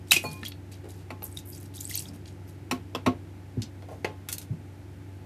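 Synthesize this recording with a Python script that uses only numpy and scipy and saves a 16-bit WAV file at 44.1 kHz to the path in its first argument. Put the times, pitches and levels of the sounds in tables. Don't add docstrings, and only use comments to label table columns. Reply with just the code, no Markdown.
import sys
import numpy as np
from scipy import signal
from scipy.fft import irfft
from scipy.io import wavfile
from scipy.ndimage import uniform_filter1d

SR = 44100
rng = np.random.default_rng(int(sys.argv[2]) if len(sys.argv) > 2 else 0)


def int16_out(signal):
    q = np.round(np.clip(np.atleast_2d(signal).T, -1, 1) * 32767)
    wavfile.write(sys.argv[1], SR, q.astype(np.int16))


N = 231820
TIME_S = np.arange(N) / SR

# (frequency [Hz], relative level [dB])
AIR_SPECTRUM = [(30, 11), (55, -2.5), (80, 3.5), (160, 5), (210, -3.5), (330, 1), (470, -11.5), (800, -13),
                (1100, -21), (1500, -19), (2200, -20.5), (3300, -27), (6000, -31.5), (13500, -35.5)]
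# (multiple of motor speed, level [dB])
MOTOR_TONES = [(1, -55.5), (3, -67), (4, -56), (5, -61.5), (6, -82.5), (7, -73.5), (12, -69.5)]
# (frequency [Hz], t60 [s])
ROOM_DECAY = [(150, 0.13), (400, 0.3), (900, 0.17), (3000, 0.16), (8000, 0.1), (14000, 0.096)]
# (time [s], level [dB], t60 [s], centre [Hz], half-width [octaves])
RUSTLES = [(3.619, -36, 0.055, 4000, 0.94), (3.822, -56, 0.025, 2970, 1), (3.9, -63, 0.45, 6500, 1.5),
           (4.2865, -28.5, 0.05, 8500, 3.5), (4.316, -35, 0.044, 10000, 1.1),
           (4.3262, -25, 0.036, 9200, 1.94), (4.3815, -30, 0.028, 10000, 1.8), (4.413, -46, 0.1, 8050, 2.6)]
# (time [s], level [dB], t60 [s], centre [Hz])
SLIDES = [(.833, -42, 0.14, 375), (3.822, -37, 0.019, 550), (3.872, -44, .16, 565),
          (3.905, -49.5, 0.16, 626)]
# (frequency [Hz], level [dB], t60 [s])
TABLE_MODES = [(97, -6, 0.061), (171.5, -12.5, 0.098), (234, -12, 0.062), (255.3, 0, 0.11),
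               (296, -7, 0.049), (355.7, -4, 0.068), (420.4, -7, 0.051), (503, -16.5, 0.049),
               (701, -20.5, 0.14), (1097, -6.5, 0.061), (1340, 3.5, 0.026)]
# (frequency [Hz], level [dB], t60 [s])
BOWL_MODES = [(860, 2.5, 0.28), (1060, -8, 0.42), (1148, -14, 0.23), (1376, -12.5, 0.12),
              (1964, -1.5, 0.074), (2444, -13, 0.15)]
# (time [s], thud level [dB], pitch [Hz], t60 [s], table level [dB])
BUMPS = [(3.571, -16.5, 110.6, 0.1, -23), (4.499, -18.5, 121, 0.099, -37), (4.522, -27, 159.6, 0.16, -36.5)]
CLACK_HZ = [500, 1100, 3000, 10000]
# (time [s], four clack levels [dB] at CLACK_HZ, notch spacing [Hz],
# hollow resonance [Hz], its lift [dB], t60 [s], table level [dB], bowl level [dB])
KNOCKS = [(0.239, -11.5, -27.5, -50, -38, 2950, 716, 8.5, 0.093, -32.5, -40),
          (1.1042, -15.5, -22.5, -31.5, -47.5, 1700, 2060, 3, 0.042, -29.5, -45.5),
          (1.222, -15.5, -27.5, -31.5, -48, 1730, 1400, 6, 0.02, -47, -56),
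          (2.7114, -10.5, -14, -18, -31, 1650, 2000, 2, 0.052, -14.5, -68),
          (2.9488, -7, -16, -22.5, -40, 2090, 3060, 5.5, 0.046, -25, -53),
          (3.0618, 2, -11.5, -16, -38, 1650, 1260, 10.5, 0.068, -6.5, -61),
          (4.0454, 0.5, -15, -18, -39.5, 1850, 2010, 18, 0.037, -51, -38.5)]
# (time [s], level [dB], t60 [s], centre [Hz])
SLOSHES = [(.115, -40.5, 0.25, 183), (.16, -33.5, 0.071, 262), (0.241, -39, 0.34, 157),
           (0.419, -42, 0.09, 188), (1.97, -47.5, 0.95, 179)]
# (time [s], level [dB], t60 [s], centre [Hz], half-width [octaves])
GUSH = [(.108, -24, 0.056, 6950, 1.5), (.1175, -10, 0.022, 4200, 2.2), (.125, -24, 0.18, 5400, 1.7),
        (.125, -27, 0.21, 2610, 0.28), (.161, -25, 0.062, 4160, 0.98)]
# (time [s], level [dB], centre [Hz], half-width [octaves])
SPITS = [(.231, -39, 10000, .42), (0.432, -34.5, 1720, 1.06), (.451, -29, 3700, 1.04),
         (0.468, -32.5, 4030, 0.55), (.483, -31, 11700, 0.4), (.519, -35, 3150, 0.68),
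         (1.229, -33, 12000, 0.16), (1.2397, -27, 12200, 0.14), (1.806, -29.5, 11000, 1.3),
         (1.936, -36, 7860, 1.3), (1.977, -31, 6460, 0.74), (1.9925, -26, 7900, 0.42),
         (2.0224, -36.5, 10000, 1.2), (2.257, -45, 3630, 0.8)]
# (start [s], length [s], fizz level [dB], typical bubble pitch [Hz])
SQUEEZES = [(0.07, 0.066, -53, 6500), (0.213, 0.084, -49.5, 6000), (0.31, 0.023, -46, 7600),
            (0.358, 0.085, -57.5, 4930), (0.447, 0.03, -46, 4950), (0.715, 0.015, -50, 3670),
            (0.886, 0.019, -51, 7460), (0.924, 0.097, -62.5, 6000), (1.237, 0.012, -41.5, 12100),
            (1.28, 0.071, -57, 11500), (1.364, 0.016, -45, 5140), (1.452, 0.06, -50, 13500),
            (1.516, 0.055, -50.5, 8700), (1.6, 0.062, -55.5, 9050), (1.737, 0.29, -48, 9200),
            (1.892, .085, -40, 6250), (2.02, 0.056, -54, 6900), (2.132, 0.022, -57.5, 5800),
            (2.266, 0.021, -54, 3430), (2.471, 0.027, -57.5, 8000)]
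# (time [s], level [dB], pitch [Hz], swell time [s])
GLASS_NOTES = [(.242, -40, 4360, .019), (.24, -38, 2446, .022), (.24, -41.5, 1050, .016),
               (.485, -55, 4390, .03)]
# (time [s], level [dB], starting pitch [Hz])
BUBBLES = [(.109, -11.5, 3845), (0.1155, -12, 2627), (0.124, -18, 3000), (0.1625, -14.5, 2480),
           (0.182, -31, 2740), (0.4287, -37.5, 1757), (.459, -30, 3220), (1.326, -39, 7740),
           (1.371, -29, 3490), (1.531, -39.5, 4600), (1.58, -39, 7360), (1.779, -38, 3390),
           (1.8093, -26.5, 6600), (1.853, -23.5, 7500), (1.876, -30, 8200), (1.91, -35.5, 1886),
           (1.928, -44, 2610), (1.942, -28, 3900), (1.948, -25.5, 5960), (1.9562, -11, 12900),
           (1.975, -18.5, 7650), (1.983, -29.5, 4060), (2.055, -38, 3230), (2.086, -38, 4680)]
# (time [s], swell [cycles], pitch rise per swell time [fraction])
EMPTYING = [(.1, 10.6, 0.005), (2.0, 5.4, 0.07)]

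AIR_DB = -45.5
MOTOR_HZ, DRONE_HZ, DRONE_DB = 71.72, 95.95, -45
RUSTLE_RISE_PER_T60 = 0.024
SLIDE_RISE_PER_T60, SLIDE_OCTAVES = 0.086, 0.46
NOTCH_DEPTH = 0.8
SLOSH_RISE_PER_T60, SLOSH_OCTAVES = 0.1, 0.62
GUSH_RISE_PER_T60 = 0.034
SPIT_RISE_S, SPIT_T60_S = 0.0005, 0.015
SQUEEZE_RISE_S, SQUEEZE_T60_S = 0.003, 0.14
FINEST_HZ, SIZE_SPREAD, WIDEST_OCTAVES = 16900, 1.8, 1.84
LINGER_DB, LINGER_S, LINGER_BELOW_HZ = -13, 0.052, 3000
SCATTER_T60_S = 0.032
FIZZ_ECHO_DB, SPURT_ECHO_DB, BUBBLE_ECHO_DB = -8, -8.5, -12
MIC_LOW_HZ, MIC_HIGH_HZ = 62, 14050


def gain_of(db):
    return 10 ** (np.asarray(db) / 20)


def evened(x):
    return x / np.sqrt(np.mean(x ** 2) + 1e-20)


def read(points, hz):
    point_hz, value = np.transpose(points)
    return np.interp(np.log(hz + 1), np.log(point_hz + 1), value)


def band(hz, centre_hz, octaves):
    offset = np.log2((hz + 1) / centre_hz) / (2 * octaves)
    return 1 / (1 + offset ** 2) ** 4


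def add(mix, time_s, sound):
    part = mix[max(round(time_s * SR), 0):][:len(sound)]
    part += sound[:len(part)]


def soft_onset(t, rise_s):
    return 1 - np.exp(-(t / rise_s) ** 2)


def sharp_onset(t, rise_s):
    return 1 - np.exp(-t / rise_s)


def noise(gain, size):
    hz = np.fft.rfftfreq(size, 1 / SR)
    phase = np.exp(2j * np.pi * rng.random(len(hz)))
    return irfft(gain(hz) * phase, size) * np.sqrt(size)


def swelling(rows, rise_per_t60):
    return [(s, db, rise_per_t60 * t60_s, t60_s, *shape) for s, db, t60_s, *shape in rows]


def bursts(rows, grain_db):
    out, t = np.zeros(N), TIME_S[:SR // 3]
    for time_s, db, rise_s, t60_s, centre_hz, octaves in rows:
        hiss = noise(lambda hz: band(hz, centre_hz, octaves), len(t))
        flicker = evened(uniform_filter1d(rng.standard_normal(len(t)), size=45))
        envelope = soft_onset(t, rise_s) * gain_of(-60 * t / t60_s)
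        grainy = evened(hiss * gain_of(grain_db * flicker))
        add(out, time_s, gain_of(db) * grainy * envelope / envelope.max())
    return out


def ring(modes, swell_s):
    t = TIME_S[:SR // 2]
    tones = sum(gain_of(db - 60 * t / t60_s) * np.sin(2 * np.pi * hz * t) for hz, db, t60_s in modes)
    return tones * soft_onset(t, swell_s)


def bubble(hz, swell_s, rise):
    t = TIME_S[:int(8 * swell_s * SR) + 2]
    u = t / swell_s
    envelope = u ** 2 * np.exp(2 - 2 * u)
    return envelope * np.sin(2 * np.pi * hz * t * (1 + rise * u / 2))


def hum(waver=0.023, phase_waver_rad_per_hz=0.0028):
    out = evened(noise(lambda hz: gain_of(read(AIR_SPECTRUM, hz)), N)) * gain_of(AIR_DB)
    tones = [(DRONE_HZ, DRONE_DB)] + [(round(k) * MOTOR_HZ, db) for k, db in MOTOR_TONES]
    for hz, db in tones:
        drift = evened(noise(lambda f: np.exp(-f / 0.93), N))
        phase = 2 * np.pi * (hz * TIME_S + rng.random()) + phase_waver_rad_per_hz * hz * drift
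        out += np.sqrt(2) * gain_of(db) * (1 + waver * drift) * np.sin(phase)
    return out


def room(x):
    hz, t, z = signal.stft(rng.standard_normal(SR // 2), SR, nperseg=256)
    decay = gain_of(-60 * t / read(ROOM_DECAY, hz)[:, None])
    tail = signal.istft(z * decay, SR, nperseg=256)[1]
    tail *= soft_onset(TIME_S[:len(tail)], 0.0033)
    return signal.fftconvolve(x, tail / np.linalg.norm(tail))[:N]


def handling():
    rustles = swelling(RUSTLES, RUSTLE_RISE_PER_T60)
    slides = swelling([(*row, SLIDE_OCTAVES) for row in SLIDES], SLIDE_RISE_PER_T60)
    return bursts(rustles, grain_db=5.0) + bursts(slides, grain_db=5.0)


def bumps(rumble_db=-21, rumble_rise_s=0.0093, rumble_t60_s=0.34, rumble_hz=230, rumble_octaves=0.34):
    rumble = (rumble_rise_s, rumble_t60_s, rumble_hz, rumble_octaves)
    out = bursts([(s, db + rumble_db, *rumble) for s, db, *_ in BUMPS], grain_db=1.5)
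    for time_s, db, hz, t60_s, table_db in BUMPS:
        thud = gain_of(db) * ring([(hz, 0, t60_s)], 0.005)
        add(out, time_s, thud + gain_of(table_db) * ring(TABLE_MODES[:6], 0.0021))
    return out


def knocks(lift_octaves=0.23, tail_db=-16, tail_t60_s=0.22, bass_hz=230, table_swell_s=0.0093,
           rebound_db=-6, rebound_s=0.0096, wall_db=-17.0):
    out, t = np.zeros(N), TIME_S[:SR // 2]
    table = ring(TABLE_MODES, table_swell_s)
    bowl = ring(BOWL_MODES, 0.00072)
    for time_s, *colour_db, notch_hz, hollow_hz, lift_db, t60_s, table_db, bowl_db in KNOCKS:
        def plain(hz):
            colour = gain_of(read(list(zip(CLACK_HZ, colour_db)), hz))
            return colour * hz ** 2 / (hz ** 2 + bass_hz ** 2)

        def hollow(hz):
            lift = lift_db * np.exp(-(np.log2((hz + 1) / hollow_hz) / lift_octaves) ** 2)
            depth = NOTCH_DEPTH * hz ** 2 / (hz ** 2 + (notch_hz / 2) ** 2)
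            notches = abs(1 - depth * np.exp(2j * np.pi * hz / notch_hz))
            return plain(hz) * gain_of(lift) * notches

        clack = noise(hollow, len(t)) * gain_of(-60 * t / t60_s) * sharp_onset(t, 0.0005)
        rattle = noise(plain, len(t)) * gain_of(tail_db - 60 * t / tail_t60_s) * sharp_onset(t, 0.0073)
        rebound = noise(hollow, len(t)) * gain_of(rebound_db - 60 * t / 0.013)
        add(out, time_s, clack + rattle + gain_of(bowl_db) * bowl)
        add(out, time_s + rebound_s, rebound)
        add(out, time_s + 0.00555, gain_of(table_db) * table)
        add(out, time_s + 0.0257, gain_of(table_db + wall_db) * table)
    return out


def in_bowl(x, echo_db):
    t = TIME_S[:SR // 20]
    echoes = rng.standard_normal(len(t)) * gain_of(-60 * t / SCATTER_T60_S) * sharp_onset(t, 0.00086)
    scattered = signal.fftconvolve(x, echoes / np.linalg.norm(echoes))[:N]
    return (x + gain_of(echo_db) * scattered) / np.sqrt(1 + gain_of(echo_db) ** 2)


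def fizz(low_hz=1900, high_hz=13500, pops_per_s=4200, swell_cycles=1.86, spread_db=3.5, clump_db=3.5,
         ring_spread_octaves=0.25):
    pitches_hz = np.geomspace(low_hz, high_hz, num=40)
    start_s, length_s, db, centre_hz = np.transpose(SQUEEZES)[:, :, None]
    t = np.maximum(TIME_S - start_s, 0)
    release_db = 60 * np.maximum(t - length_s, 0) / SQUEEZE_T60_S
    pressure = sharp_onset(t, SQUEEZE_RISE_S) * gain_of(db - release_db)
    octaves = np.minimum(SIZE_SPREAD * np.log2(FINEST_HZ / centre_hz), WIDEST_OCTAVES)
    share = pitches_hz * band(pitches_hz, centre_hz, octaves) ** 2
    share /= share.sum(axis=1, keepdims=True)
    swarm = np.zeros(N)
    for hz, power in zip(pitches_hz, share.T @ pressure ** 2):
        hits = rng.random(N) < pops_per_s / len(pitches_hz) / SR
        pops = hits * gain_of(spread_db * np.minimum(rng.exponential(1, N), 4))
        swell_s = swell_cycles / hz * 2 ** (ring_spread_octaves * (2 * rng.random() - 1))
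        chirps = signal.oaconvolve(pops, bubble(hz, swell_s, 0.022))[:N]
        swarm += np.sqrt(power) * evened(chirps)
    clumps = evened(uniform_filter1d(rng.standard_normal(N), size=200))
    return swarm * evened(gain_of(clump_db * clumps))


def bubbles():
    out = np.zeros(N)
    when_s, cycles, rise = np.transpose(EMPTYING)
    for time_s, db, hz in BUBBLES:
        swell_s = np.interp(time_s, when_s, cycles) / hz
        add(out, time_s, gain_of(db) * bubble(hz, swell_s, np.interp(time_s, when_s, rise)))
    return out


def glass_notes():
    out = np.zeros(N)
    for time_s, db, hz, swell_s in GLASS_NOTES:
        add(out, time_s, gain_of(db) * bubble(hz, swell_s, 0))
        if hz < LINGER_BELOW_HZ:
            add(out, time_s + LINGER_S, gain_of(db + LINGER_DB) * bubble(hz, LINGER_S, 0))
    return out


def water():
    gush = swelling(GUSH, GUSH_RISE_PER_T60)
    spits = [(s, db, SPIT_RISE_S, SPIT_T60_S, hz, octaves) for s, db, hz, octaves in SPITS]
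    sloshes = swelling([(*row, SLOSH_OCTAVES) for row in SLOSHES], SLOSH_RISE_PER_T60)
    out = in_bowl(fizz(), FIZZ_ECHO_DB)
    out += in_bowl(bursts(gush + spits, grain_db=2.5), SPURT_ECHO_DB)
    out += in_bowl(bubbles() + glass_notes(), BUBBLE_ECHO_DB)
    return out + bursts(sloshes, grain_db=3.5)


def scene():
    background, hand, blows, wet = hum(), handling(), knocks() + bumps(), water()
    reflected = room(gain_of(-11.5) * wet + gain_of(-4.5) * hand + gain_of(-14.0) * blows)
    return (background + hand + blows + wet + reflected)[None]


def record(dry):
    dry = signal.sosfilt(signal.butter(7, MIC_LOW_HZ, "highpass", fs=SR, output="sos"), dry)
    lowpass = signal.firwin(255, MIC_HIGH_HZ, window=("kaiser", 8), fs=SR)
    return signal.oaconvolve(dry, lowpass[None], "same")


dry = scene()
out = record(dry)
int16_out(out)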